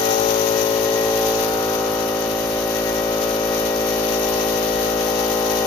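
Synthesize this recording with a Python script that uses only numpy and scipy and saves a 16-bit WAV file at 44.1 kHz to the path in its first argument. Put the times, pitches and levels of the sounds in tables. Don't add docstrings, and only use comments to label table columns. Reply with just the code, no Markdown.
import sys
import numpy as np
from scipy.fft import rfft, irfft, next_fast_len
from scipy.io import wavfile
from scipy.ndimage import map_coordinates

SR = 44100
rng = np.random.default_rng(int(sys.argv[2]) if len(sys.argv) > 2 else 0)


def pcm_store(signal):
    levels = np.round(np.clip(np.atleast_2d(signal), -1, 1) * 32767)
    wavfile.write(sys.argv[1], SR, levels.astype(np.int16).T)


N = 249606


def amp(db):
    return 10 ** (np.asarray(db) / 20)


def unit(x):
    return x / np.sqrt(np.mean(x.mean(0) ** 2) + 1e-20)


def along(points, hz):
    f, v = np.transpose(points)
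    return np.interp(np.log(hz + 1), np.log(f + 1), v)


def curves(rows):
    s, *columns = np.transpose(rows)
    return [np.interp(np.arange(N) / SR, s, column) for column in columns]


def swing(level_db):
    return level_db - level_db.mean()


def wobble(rate):
    knots = rng.standard_normal(int(N * rate / SR) + 4)
    coarse = np.arange(0, N + 64, 64)
    return np.interp(np.arange(N), coarse, map_coordinates(knots, [coarse * rate / SR]))


def filtered(x, response):
    m = next_fast_len(N + SR // 2)
    return irfft(rfft(x, m) * response(np.fft.rfftfreq(m, 1 / SR)), m)[..., :N]


def pan(left_db):
    ratio = np.atleast_1d(amp(left_db))
    return 2 * np.array([ratio, np.ones_like(ratio)]) / (1 + ratio)


# (f/Hz, likeness 0-1)
LIKENESS = [(50, 0.38), (300, 0.86), (700, 0.19), (1400, 0), (2500, 0.019)]


def noise(spectrum, balance):
    def turn(hz):
        return np.arccos(np.clip(along(LIKENESS, hz), -1, 1)) / 2

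    def shares(hz):
        return amp(along(spectrum, hz)) * [np.cos(turn(hz)), np.sin(turn(hz))]

    mid, side = filtered(rng.standard_normal((2, N)), shares)
    pair = np.array([mid + side, mid - side])
    return unit(filtered(pair, lambda hz: pan(along(balance, hz))))


# (t/s, lead/s)
LEFT_LEAD = [(0, 0.00036), (0.9, 0.00025), (1.3, 0.00017), (2.5, 0.00014), (5.66, 0.00024)]


def tone(phase, hz, left_db, spread=0.67):
    lead_s = np.clip(curves(LEFT_LEAD)[0], 0, 0.00034)
    direct = np.pi * min(hz, 900) * lead_s
    apart = direct + spread * min(hz / 1000, 1) ** 2 * np.tanh(wobble(0.92))
    left, right = pan(left_db)
    centre = np.hypot(np.cos(apart), (left - right) / 2 * np.sin(apart))
    pair = np.array([left * np.cos(phase + apart), right * np.cos(phase - apart)])
    return np.sqrt(2) * pair / np.maximum(centre, 0.6)


# (t/s, place/m)
WALK = [(0.0, 2), (0.35, 0.7), (0.8, 0.75), (1.2, 1), (1.7, 2.6), (2.5, 2), (3.0, 2.5), (3.6, 2),
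        (4.3, 2.84), (5.66, 1)]


def standing(share, node_m, spacing_m):
    place = (curves(WALK)[0] - node_m) / spacing_m
    return 20 * np.log10(np.abs(1 - np.clip(share, 0, 0.95) * np.exp(2j * np.pi * place)))


THROB_START_DB, THROB_RISE_DB_PER_S, THROB_HOLD_S = -4, 1.53, 4.2


def throb():
    return THROB_START_DB + THROB_RISE_DB_PER_S * np.minimum(np.arange(N) / SR, THROB_HOLD_S)


# (t/s, strokes a second)
STROKE_RATE = [(0, 55.34), (0.6, 55.28), (5.66, 55.27)]


def crank():
    turns = 1.08 + np.cumsum(curves(STROKE_RATE)[0]) / SR
    return turns + 0.001 * wobble(25)


# (order, level/dB)
ORDER_LEVELS = [(1, -45.5), (2, -46), (3, -47), (4, -36.5), (5, -35.0), (6, -37.5), (7, -31.5), (8, -30.5),
                (9, -32.7), (10, -29.5), (11, -34), (12, -42), (13, -47.5), (14, -35), (15, -42.5),
                (16, -48.5), (17, -43), (18, -55.5), (19, -41.5), (20, -54), (21, -47.5), (22, -49),
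                (23, -44), (24, -53.5), (25, -64), (26, -46.5), (27, -52), (28, -54.5)]
# (f/Hz, delay/s)
TANK_DELAY = [(250, 0.0015), (310, 0.0011), (360, 0.0041), (415, 0.011), (470, 0.0243), (525, 0.0157),
              (580, .013), (640, 0.005)]
THROB_SHARE = [(1, 1), (2, -0.83), (3, 0.62), (4, 0.7), (5, 0.13), (6, 0.13), (7, -0.32), (8, 0.62)]
# (t/s, level/dB)
BUZZ_LEVEL = [(0, 3), (1.0, -1.5), (1.6, 4), (2.4, -1.1), (5.66, 1)]
# (t/s, tilt/dB per octave)
BUZZ_TILT = [(0, 2), (0.9, -12), (1.5, -1.5), (2.6, 1), (4.4, 1), (5.66, 0.5)]
# (f/Hz, left minus right/dB)
BALANCE = [(55, 4), (130, 0.5), (220, 1), (330, -0.5), (600, 1.5), (900, 6), (1500, 3), (1900, 4),
           (3000, 6), (4200, -0.5), (5000, 8.5)]
# (order, left minus right/dB, reflected share 0-1, node/m, spacing/m)
STANDING_ORDERS = [(7, -1, 0.18, 1.85, 2.1), (15, 1, 0.7, 0.23, 2.02), (19, 6.5, 0.4, 2.17, 2.1)]
# (t/s, level/dB, left minus right/dB)
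EIGHTH_ORDER = [(0.0, -27.5, -4), (0.32, -26.5, 10.5), (0.65, -27, 11), (1.26, -25, 0), (1.63, -30, -1.5),
                (2.74, -38, 20), (3.2, -31.5, 6), (5.19, -31.5, 7), (5.2, -31, 3.5)]
NINTH_ORDER = [(0.0, -54, 3), (0.4, -43, 16), (0.58, -36.5, 16), (1.21, -35, 26), (1.48, -33, 12),
               (1.72, -30, 12), (2.43, -32.5, 2), (5.2, -28.5, 6)]
TENTH_ORDER = [(0.0, -36.5, 20), (0.06, -28.5, 36), (0.33, -26, 8.5), (1.27, -26.5, -1), (1.54, -33, -13),
               (3.17, -28.5, 1.5), (4.36, -32.5, -9), (5.2, -33, -8)]
BLADE_TONE = [(0.0, -36, 4), (0.13, -32, 17), (0.38, -42, 7), (0.81, -44, 17), (1.0, -37, 0),
              (1.25, -32.5, 7), (2.67, -39.5, 6), (5.3, -36, 25)]


def drone(turns, fading_db=2.0, smear=1.32):
    throb_db, buzz_db, tilt_db = throb(), curves(BUZZ_LEVEL)[0], curves(BUZZ_TILT)[0]
    marked = {round(k): (standing(*wave), left_db) for k, left_db, *wave in STANDING_ORDERS}
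    for k, table in ((8, EIGHTH_ORDER), (9, NINTH_ORDER), (10, TENTH_ORDER), (14, BLADE_TONE)):
        level_db, left_db = curves(table)
        marked[k] = (swing(level_db), left_db)
    rate = np.mean(curves(STROKE_RATE)[0])
    out, lag = np.zeros((2, N)), 0
    for k, (_, db) in enumerate(ORDER_LEVELS, 1):
        hz = k * rate
        if k <= 12:
            lag += 2 * np.pi * rate * along(TANK_DELAY, hz - rate / 2)
            offset = -lag
            near_db = along(THROB_SHARE, k) * throb_db
        else:
            offset = np.pi + smear * rng.standard_normal()
            near_db = buzz_db + tilt_db * np.log2(max(hz, 1000) / 1150)
        depth_db = fading_db * min(hz / 1100, 1) ** 2
        fading_level_db = near_db + depth_db * wobble(1.544) - depth_db / 4
        fading_left_db = along(BALANCE, hz) + depth_db * wobble(1.5)
        change_db, left_db = marked.get(k, (fading_level_db, fading_left_db))
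        gain = amp(db + change_db + 0.17 * wobble(18))
        out += gain * tone(2 * np.pi * k * turns + offset, hz, left_db)
    return out


def rattle(turns, db=-46.5, count=58):
    out = np.zeros((2, N))
    for k in range(len(ORDER_LEVELS) + 1, count):
        size = amp(5.8 * rng.standard_normal((2, 1)))
        phase = rng.uniform(0, 2 * np.pi, (2, 1))
        out += size * amp(5.5 * wobble(1.42)) * np.cos(2 * np.pi * k * turns + phase)
    return amp(db) * unit(out)


MAINS_HZ = 120


def mains_phase():
    return 2 * np.pi * MAINS_HZ * np.arange(N) / SR


def hum(base_db=-52.5):
    return amp(base_db - 0.4 * throb()) * tone(mains_phase(), MAINS_HZ, 1)


# (t/s, level/dB)
WHINE_LEVEL = [(0.0, -45), (0.07, -36.5), (0.39, -56), (0.48, -43), (0.74, -45), (0.99, -37.5), (1.64, -56),
               (1.73, -48.5), (2.57, -46.5), (2.89, -39), (3.35, -47), (3.5, -43), (5.4, -42)]
SIDEBAND_WAVE = (0.77, 0.26, 1.27)


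def whine(turns, mean_db=-45, sideband_db=-54.5, flutter_db=0.5, beat=0.24, whine_hz=1899.5):
    slip = 1 + beat * np.cos(mains_phase() - 2 * np.pi * 2 * turns)
    whine_phase = 2 * np.pi * whine_hz * np.arange(N) / SR + 0.06 * wobble(18)
    main_db = mean_db + swing(curves(WHINE_LEVEL)[0])
    lower_db = sideband_db + standing(*SIDEBAND_WAVE)
    out = np.zeros((2, N))
    for below, level_db in enumerate([main_db, lower_db]):
        phase = whine_phase - 2 * np.pi * below * turns
        gain = amp(level_db + flutter_db * wobble(20)) * slip
        out += gain * tone(phase, whine_hz, 8.8, spread=0.33)
    return out


# (f/Hz, level/dB)
FAINT_TONES = [(783.3, -46.5), (1955, -63), (2649, -56), (2984, -51.5), (3677, -54), (4560, -53),
               (5362, -51)]


def faint_tones(flutter_db=0.5):
    t, throb_db = np.arange(N) / SR, throb()
    out = np.zeros((2, N))
    for hz, db in FAINT_TONES:
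        level_db = db + 1.2 * throb_db + 0.43 * wobble(2.1) + flutter_db * wobble(14)
        phase = 2 * np.pi * hz * t + 0.11 * wobble(17)
        out += amp(level_db) * tone(phase, hz, along(BALANCE, hz))
    return out


def puffs(turns, depth, life, scatter_db):
    stroke = turns.astype(int)
    size = amp(scatter_db * rng.standard_normal(N // 100))[stroke]
    age = (turns - stroke) / life
    return 1 + depth * size * age * np.exp(1 - age)


# (f/Hz, relative level/dB per Hz)
FAN_SPECTRUM = [(25, -18), (55, -1), (90, -6.5), (160, -3.5), (300, -3), (480, 3), (660, -2), (720, -2),
                (785, 6), (900, -2), (1300, -1), (1700, -8.5), (2300, -19), (3500, -49)]


def fan(turns, db=-35.5):
    roar = unit(noise(FAN_SPECTRUM, BALANCE) * puffs(turns, depth=0.35, life=0.15, scatter_db=2))
    return amp(db + 0.25 * wobble(5.15)) * roar


# (f/Hz, relative level/dB per Hz)
RUSH_SPECTRUM = [(1000, -29), (1700, -6.5), (1820, -10), (1885, 0.5), (1950, -5), (2060, -8), (2920, -4),
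                 (3380, -6), (3590, -3.5), (5200, -7), (6760, -49), (11400, -120)]
VALVE_SPECTRUM = [(2820, -20.5), (4800, -7.5), (5040, -26), (5450, -1), (6210, 3), (6920, -4.5),
                  (8200, -25.5), (10700, -49), (18000, -120)]
HISS_SPECTRUM = [(7000, -35), (8200, -53), (8600, -8), (9200, -10.5), (10300, -3), (12500, 0), (14500, 3.5),
                 (15300, -42)]
# (t/s, level/dB)
JET_LEVEL = [(0.15, 2.5), (0.8, 0.9), (1.25, 2), (1.85, -1.7), (2.6, -1.8), (3.15, -1.1), (3.8, -1.2),
             (4.35, 0.8), (5.5, 0.1)]
VALVE_TURN_DB, VALVE_TURN_S = 2.5, 1


def jet(turns, rush_db=-36.0, valve_db=-36.0, hiss_db=-35.5, flutter_db=1.13):
    # (f/Hz, left minus right/dB)
    valve_balance = [(4500, 12), (5400, 23.5), (7500, 16.3)]
    hiss_balance = [(9000, 28.0), (11000, 16), (14000, 25)]
    rush = unit(noise(RUSH_SPECTRUM, BALANCE) * puffs(turns, depth=0.17, life=0.22, scatter_db=3.5))
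    spit = puffs(turns, depth=0.81, life=0.051, scatter_db=1.5)
    valve = unit(noise(VALVE_SPECTRUM, valve_balance) * spit)
    hiss_puffs = puffs(turns, depth=0.25, life=0.094, scatter_db=6)
    hiss = unit(noise(HISS_SPECTRUM, hiss_balance) * hiss_puffs)
    jet_db = curves(JET_LEVEL)[0]
    facing_db = VALVE_TURN_DB * np.exp(-(np.arange(N) / SR / VALVE_TURN_S) ** 2)
    out = amp(rush_db + jet_db) * rush
    out += amp(valve_db + jet_db + facing_db + 1.1 * wobble(45)) * valve
    out += amp(hiss_db + jet_db + 1.07 * wobble(35)) * hiss
    return amp(flutter_db * wobble(45)) * out


def scene():
    turns = crank()
    motor = hum() + whine(turns) + faint_tones()
    air = fan(turns) + jet(turns)
    return drone(turns) + rattle(turns) + motor + air


TOP_HZ = 14680


def record(dry):
    return filtered(dry, lambda hz: hz < TOP_HZ)


dry = scene()
out = record(dry)
pcm_store(out)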